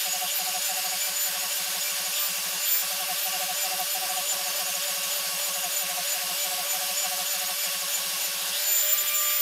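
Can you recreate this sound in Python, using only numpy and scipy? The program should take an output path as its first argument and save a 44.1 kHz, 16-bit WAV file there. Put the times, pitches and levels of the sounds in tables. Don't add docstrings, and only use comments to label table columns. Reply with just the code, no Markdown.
import sys
import numpy as np
from scipy import signal
from scipy.fft import rfft, irfft, next_fast_len
from scipy.io import wavfile
from scipy.ndimage import uniform_filter1d, map_coordinates

SR = 44100
rng = np.random.default_rng(int(sys.argv[2]) if len(sys.argv) > 2 else 0)


def wav_out(sig):
    wavfile.write(sys.argv[1], SR, np.round(np.clip(np.atleast_2d(sig).T, -1, 1) * 32767).astype(np.int16))


N = 414981
TIME = np.arange(N) / SR
PINION_TEETH, CROWN_TEETH, DISC_TEETH = 12, 37, 4


def amp(db):
    return 10 ** (np.asarray(db) / 20)


def unit(x):
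    return x / np.sqrt(np.mean(x ** 2) + 1e-20)


def curves(rows):
    times, *columns = np.transpose(rows)
    return [np.interp(TIME, times, column) for column in columns]


def wobble(rate_hz):
    knots = rng.standard_normal(int(N * rate_hz / SR) + 4)
    return map_coordinates(knots, [TIME * rate_hz], mode="nearest")


def noise(spectrum):
    size = next_fast_len(N + 8192)
    hz, db = np.transpose(spectrum)
    gain = amp(np.interp(np.log(np.fft.rfftfreq(size, 1 / SR) + 1), np.log(hz), db))
    return unit(irfft(rfft(rng.standard_normal(size)) * gain, size)[:N])


def angle(hz):
    return 2 * np.pi * np.cumsum(hz) / SR


def tone(phase):
    return np.sqrt(2) * np.sin(phase)


def resonance(phase, width_hz):
    return unit(wobble(width_hz) * np.cos(phase) + wobble(width_hz) * np.sin(phase))


def swells(times, sizes, width_s, delay_s=0, edge=2):
    out = np.zeros(N)
    for peak_s, size in zip(times + delay_s, sizes):
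        near = slice(max(0, int((peak_s - .1) * SR)), int((peak_s + .1) * SR))
        out[near] += size * np.exp(-.5 * np.abs((TIME[near] - peak_s) / width_s) ** edge)
    return out


# time in seconds, orders 1 and 2 in dB.
SHAFT_LEVELS = [(0, -52, -61), (1.9, -51, -63), (2.23, -52, -43), (2.7, -55, -59), (4.5, -46, -62),
                (5.7, -49, -67), (6.6, -45, -55), (8.2, -55, -65)]
# time in seconds, then air puff, order 4, gear mesh and its octave in dB.
ROW_PAUSES = [(0, -38, -49, -39, -35), (.3, -39, -45, -43, -24), (.63, -49, -47, -38, -28),
              (1.01, -40, -35, -37, -29), (1.18, -48, -52, -31, -27), (1.53, -43, -48, -44, -29),
              (1.83, -45, -32, -44, -33), (2.18, -33.5, -49, -37, -28), (2.68, -38, -44.5, -33.5, -26.5),
              (3.19, -43, -43, -46, -30), (3.59, -48, -36, -30, -33), (3.91, -43, -46, -38, -28.5),
              (4.28, -50, -47, -26, -37), (4.54, -47, -54, -37, -36), (4.83, -43, -52, -38, -37),
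              (5.11, -42, -52, -38, -28), (5.41, -42, -53, -33, -36), (5.75, -46, -53, -33, -30),
              (6.06, -44, -47, -26, -36), (6.39, -39, -36, -25, -36), (6.68, -44, -41, -24, -38),
              (6.99, -44, -40, -26, -37), (7.27, -40, -52, -30, -30), (7.59, -44, -43, -33, -34),
              (7.91, -44, -48, -27, -30), (8.22, -46, -50, -33, -37), (8.56, -44, -50.5, -43, -33)]
# time in seconds, motor speed in Hz, orders 1, 2, 4, 12 and 24 in dB.
FREE_RUNNING = [(8.64, 590, -48, -59, -52, -29, -32), (8.71, 592.0, -49, -59, -40, -28.5, -26),
                (8.812, 594.9, -51, -59, -48, -27, -27), (8.84, 594.4, -42, -50, -48, -38, -27),
                (8.91, 596.4, -43, -55, -38, -29, -30), (8.934, 594.6, -44, -43, -51, -30, -24),
                (8.962, 594.2, -55, -44, -39, -56, -31), (8.98, 594.7, -50, -47, -58, -29, -31),
                (9.014, 590, -46, -45, -49, -29, -27), (9.044, 590, -51, -43, -43, -60, -34),
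                (9.08, 593.1, -50, -49, -43, -27, -31), (9.124, 593.8, -46, -41, -37, -47, -32),
                (9.148, 595.8, -48, -42, -40, -29, -31), (9.204, 594.0, -47, -39.5, -54, -26.5, -30),
                (9.31, 592.4, -48, -39, -44, -30, -28), (9.37, 593.9, -49, -45, -55, -34, -27)]


def unloaded_levels_db(whine_lag_s=.044):
    low = list(SHAFT_LEVELS) + [(s, one, two) for s, _, one, two, *_ in FREE_RUNNING]
    high = [(s + whine_lag_s, *levels) for s, _, *levels in ROW_PAUSES]
    high += [(s, *levels) for s, _, _, _, *levels in FREE_RUNNING]
    return curves(low) + curves(high)


# order (multiple of motor speed), loaded level in dB, loss in dB per Hz of sag,
# flutter scale in dB, unloaded fading in dB.
MOTOR_ORDERS = [(1, -40.5, 0.34, 2.5, 1), (2, -51, -.08, 3, 1), (4, -52, .1, 3, 1.5),
                (12, -38.5, 0.26, 4, 1.5), (24, -41, 0.3, 4, 1)]
# time in seconds, tilt from octave to mesh in dB, shaft tone gain in dB.
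TOOL_TILT = [(0, 5.5, -3), (2.7, 3.5, -1.5), (3.1, -3.5, 1), (5.2, 2.5, 2), (6.5, -2.5, 1.5),
             (8.5, -0.5, -0.5)]


def motor_and_gears(shaft, sag_hz, load):
    backlash = (.0073 + .015 * load) * wobble(300)
    crown = shaft * PINION_TEETH / CROWN_TEETH
    tilt_db, shaft_db = curves(TOOL_TILT)
    damped = 1 - np.exp(-sag_hz / 8.1)
    out = np.zeros(N)
    for free_db, (order, loaded_db, loss, flutter_db, fade_db) in zip(unloaded_levels_db(), MOTOR_ORDERS):
        order = round(order)
        mesh, octave = order == PINION_TEETH, order == 2 * PINION_TEETH
        angle_db = tilt_db * (mesh - .6 * octave) + shaft_db * (order <= 2)
        db = (1 - damped) * (free_db + fade_db * wobble(14))
        db += damped * (loaded_db - loss * sag_hz + angle_db)
        db += flutter_db * (.44 + .78 * load) * wobble(85)
        runout = 1 + (.28 * mesh + .08 * octave) * np.cos(shaft + .5 * wobble(14))
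        runout += .073 * (mesh or octave) * np.cos(crown + .5 * wobble(12))
        out += amp(db) * runout * tone(order * (shaft + backlash))
    return out


def turbulence(air, depth_db):
    spectrum = signal.stft(air, nperseg=512)[2]
    field = rng.standard_normal(spectrum.shape)
    for _ in range(2):
        field = uniform_filter1d(field, size=5, axis=0)
        field = uniform_filter1d(field, size=16, axis=1)
    spectrum *= amp(depth_db * unit(field))
    return unit(signal.istft(spectrum, nperseg=512)[1][:N])


# time in seconds, distance in metres.
OUTLET_DISTANCE = [(0, 0.067), (2.7, 0.066), (3.0, 0.061), (8.42, 0.061), (8.75, 0.088), (8.95, .13),
                   (9.41, .15)]


def bowl_reflection(air, load):
    distance_m = curves(OUTLET_DISTANCE)[0] + .0055 * (.7 - load) + .0074 * wobble(9)
    lag_samples = 2 * distance_m / 343 * SR
    echo = map_coordinates(air, [np.arange(N) - lag_samples], mode="nearest")
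    return unit(air + .094 * echo)


# frequency in Hz, relative density in dB.
NEAR_SPECTRUM = [(60, -70), (700, -30), (1250, -6.5), (1650, 0), (2050, -4.5), (2600, -0.5), (3900, 0.5),
                 (5000, 2), (6300, -2.5), (9000, -1.5), (11500, -0.5), (13600, -4.5), (14500, -5),
                 (15700, -17.5)]
AWAY_SPECTRUM = [(60, -70), (700, -31), (1150, -9), (1600, 2.5), (2300, 1.5), (3100, 3.5), (3900, 1),
                 (5400, 2), (6400, -2), (9000, -0.5), (12000, 2.5), (13500, -2), (14600, -7), (15700, -8)]


def fan_hiss(shaft, load, away):
    air = np.sqrt(1 - away) * noise(NEAR_SPECTRUM) + np.sqrt(away) * noise(AWAY_SPECTRUM)
    air = bowl_reflection(turbulence(air, depth_db=.83), load)
    level_db = -30 - .75 * load ** 4 + .46 * wobble(25)
    return air * amp(level_db) * (1 + .07 * np.cos(shaft))


# frequency in Hz, relative density in dB.
RUSH_SPECTRUM = [(20, -52), (60, -28), (95, -16.5), (135, -22), (220, -10.5), (280, -12), (370, -3.5),
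                 (480, -5), (650, 2.5), (950, 3), (1250, -2), (2200, -19.5)]
# time in seconds, level in dB.
RUSH_ENVELOPE = [(0, -47.5), (2.5, -47), (4.2, -45), (5.9, -46.5), (6.9, -45), (7.6, -47), (8.8, -46.5),
                 (8.92, -51), (9.41, -49.5)]


def cooling_rush():
    return amp(curves(RUSH_ENVELOPE)[0] + 1.4 * wobble(16)) * noise(RUSH_SPECTRUM)


def gap_whistle(away, centre_hz=3270, steady_db=-49, away_db=-42.5):
    times, puff_db, *_ = np.transpose(ROW_PAUSES)
    flow = amp(steady_db) + swells(times, amp(puff_db), width_s=.02) + amp(away_db) * away
    return flow * amp(1.5 * wobble(30)) * resonance(2 * np.pi * centre_hz * TIME, width_hz=950)


# frequency in Hz, width in Hz, base level in dB.
GUARD_RESONANCES = [(1536, 130, -52), (2777, 260, -42.5), (4750, 400, -45.5), (5507, 330, -45),
                    (11970, 550, -43.5)]


def guard_ring(load, away):
    ring = np.zeros(N)
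    for hz, width_hz, db in GUARD_RESONANCES:
        gain = amp(db + 1.64 * wobble(11) + 1.15 * wobble(70))
        ring += gain * resonance(2 * np.pi * hz * TIME, width_hz)
    return ring * amp(3.7 * (load - 1.5) - 3 * away)


# frequency in Hz, width in Hz, level at the bowl in dB.
DISC_RESONANCES = [(6180, 55, -46.5), (10113, 70, -54.5), (15149, 50, -55)]
# multiple of disc speed, level in dB.
DRONE_ORDERS = [(1, -68), (2, -60.5)]


def disc_ring(disc, away):
    ring = sum(amp(db + .7 * wobble(6)) * resonance(2 * np.pi * hz * TIME, width_hz)
               for hz, width_hz, db in DISC_RESONANCES)
    drone = sum(amp(db) * resonance(round(order) * disc, width_hz=30) for order, db in DRONE_ORDERS)
    return ring * amp(-9 * away) + away * drone


# first and last cut in seconds, cut count, motor drag in Hz before smoothing,
# rasp level in dB, rasp rise along the row in dB.
CUT_ROWS = [(.078, .241, 3, 55.8, -35, 6), (.415, .569, 3, 58, -34, 2.5),
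            (.717, .943, 4, 52.1, -35.5, -0.5), (1.094, 1.094, 1, 53.9, -41, 0.5),
            (1.29, 1.448, 3, 59, -40.5, 1.5), (1.604, 1.768, 3, 64.1, -44, 2.5),
            (1.919, 2.079, 3, 68, -47, 7), (2.297, 2.544, 4, 75.8, -48, 5),
            (2.84, 3.115, 4, 69, -37.5, 10.5), (3.281, 3.512, 4, 62, -34, 3),
            (3.664, 3.815, 3, 60.9, -32.5, 4), (3.971, 4.191, 4, 54.96, -33, 2),
            (4.342, 4.482, 3, 56, -38.5, 3), (4.621, 4.771, 3, 66.1, -38.5, -4),
            (4.905, 5.057, 3, 62, -45, -6.5), (5.195, 5.337, 3, 60.9, -47, 6),
            (5.493, 5.66, 3, 71, -40, 11.5), (5.838, 5.995, 3, 72, -37.5, 6.5),
            (6.166, 6.311, 3, 67.9, -39, 0), (6.468, 6.602, 3, 57.1, -36.5, 4),
            (6.762, 6.909, 3, 45.1, -37, -3), (7.063, 7.21, 3, 52.04, -35, -2),
            (7.361, 7.512, 3, 53, -38.5, 1.5), (7.67, 7.835, 3, 67.1, -46.5, -2),
            (7.989, 8.136, 3, 68, -53, 4), (8.279, 8.494, 4, 64.1, -53, -0.5)]


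def cuts(drag_share_per_db=.018, mid_row_ease=.12):
    out = []
    for first_s, last_s, count, drag_hz, rasp_db, rise_db in CUT_ROWS:
        times = np.linspace(first_s, last_s, max(1, round(count)))
        along = np.linspace(-.5, .5, len(times))
        ends = (2 * along) ** 2
        press = 1 + drag_share_per_db * rise_db * along + mid_row_ease * (ends - ends.mean())
        out += zip(times, drag_hz * press, rasp_db + rise_db * along)
    return np.transpose(out)


def tooth_rasp(disc):
    times, _, rasp_db = cuts()
    teeth = DISC_TEETH * disc + .099 * wobble(150)
    bite = swells(times, amp(rasp_db), width_s=.016, delay_s=-.0063, edge=2.9)
    rasp = bite * (tone(teeth) + amp(-26) * tone(2 * teeth) + amp(-24.5) * tone(2 * disc))
    chip_bursts = np.exp(1.1 * np.cos(teeth) + .37 * np.cos(disc))
    chips = unit(chip_bursts * noise([(500, -33), (1500, .5), (2800, 8), (5000, 1), (14000, -6)]))
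    spray = amp(-40) * swells(times, np.ones(len(times)), width_s=.014, delay_s=-.0043)
    return rasp + spray * chips


def bowl_hum(disc, usual_drag_hz=62, db_per_hz=.11):
    times, drag_hz, _ = cuts()
    hum_db = -52 + db_per_hz * (drag_hz - usual_drag_hz) + 1.6 * rng.standard_normal(len(times))
    press = swells(times, amp(hum_db), width_s=.013, delay_s=.014)
    return press * tone(disc + .16 * wobble(60))


def motor_sag_hz(inertia_s=.0355):
    times, drag_hz, _ = cuts()
    pole = np.exp(-1 / (inertia_s * SR))
    return signal.lfilter([1 - pole], [1, -pole], swells(times, drag_hz, width_s=.0137))


# time in seconds, centre in Hz, level in dB.
SWISH_PATH = [(8.48, 3198, -80), (8.53, 3400, -42), (8.58, 3815, -38), (8.64, 4394, -40), (8.72, 4524, -46),
              (8.8, 4705, -41), (8.84, 4750, -44), (8.88, 4800, -80)]


def lift_off_swish():
    hz, db = curves(SWISH_PATH)
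    return amp(db) * resonance(angle(hz), width_hz=690)


# time in seconds, speed in Hz.
NO_LOAD_SPEED = [(0, 585), (.7, 594), (1.3, 587), (2.2, 595), (2.8, 595), (3.9, 595), (4.9, 588),
                 (6.1, 586), (7, 586.6), (8, 587)]
# time in seconds, share of the way from 0 to 1.
WITHDRAWAL = [(8.6, 0.0019), (8.92, 0.98)]


def scene():
    sag_hz = motor_sag_hz()
    load = 1 - np.exp(-sag_hz / 9)
    free_hz, = curves(list(NO_LOAD_SPEED) + [(s, hz) for s, hz, *_ in FREE_RUNNING])
    shaft = angle(free_hz - sag_hz)
    disc = shaft * PINION_TEETH / CROWN_TEETH
    away, = curves(WITHDRAWAL)
    whine = motor_and_gears(shaft, sag_hz, load)
    air = fan_hiss(shaft, load, away) + cooling_rush() + gap_whistle(away) + guard_ring(load, away)
    carving = disc_ring(disc, away) + tooth_rasp(disc) + bowl_hum(disc)
    mix = whine + air + carving + lift_off_swish()
    return np.array([mix, mix])


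def record(dry, low_cut_hz=79, top_hz=15740):
    size = next_fast_len(N + 8192)
    hz = np.fft.rfftfreq(size, 1 / SR)
    low_cut = hz ** 2 / np.sqrt(hz ** 4 + low_cut_hz ** 4)
    return irfft(rfft(dry, size) * low_cut * (hz < top_hz), size)[:, :N]


dry = scene()
out = record(dry)
wav_out(out)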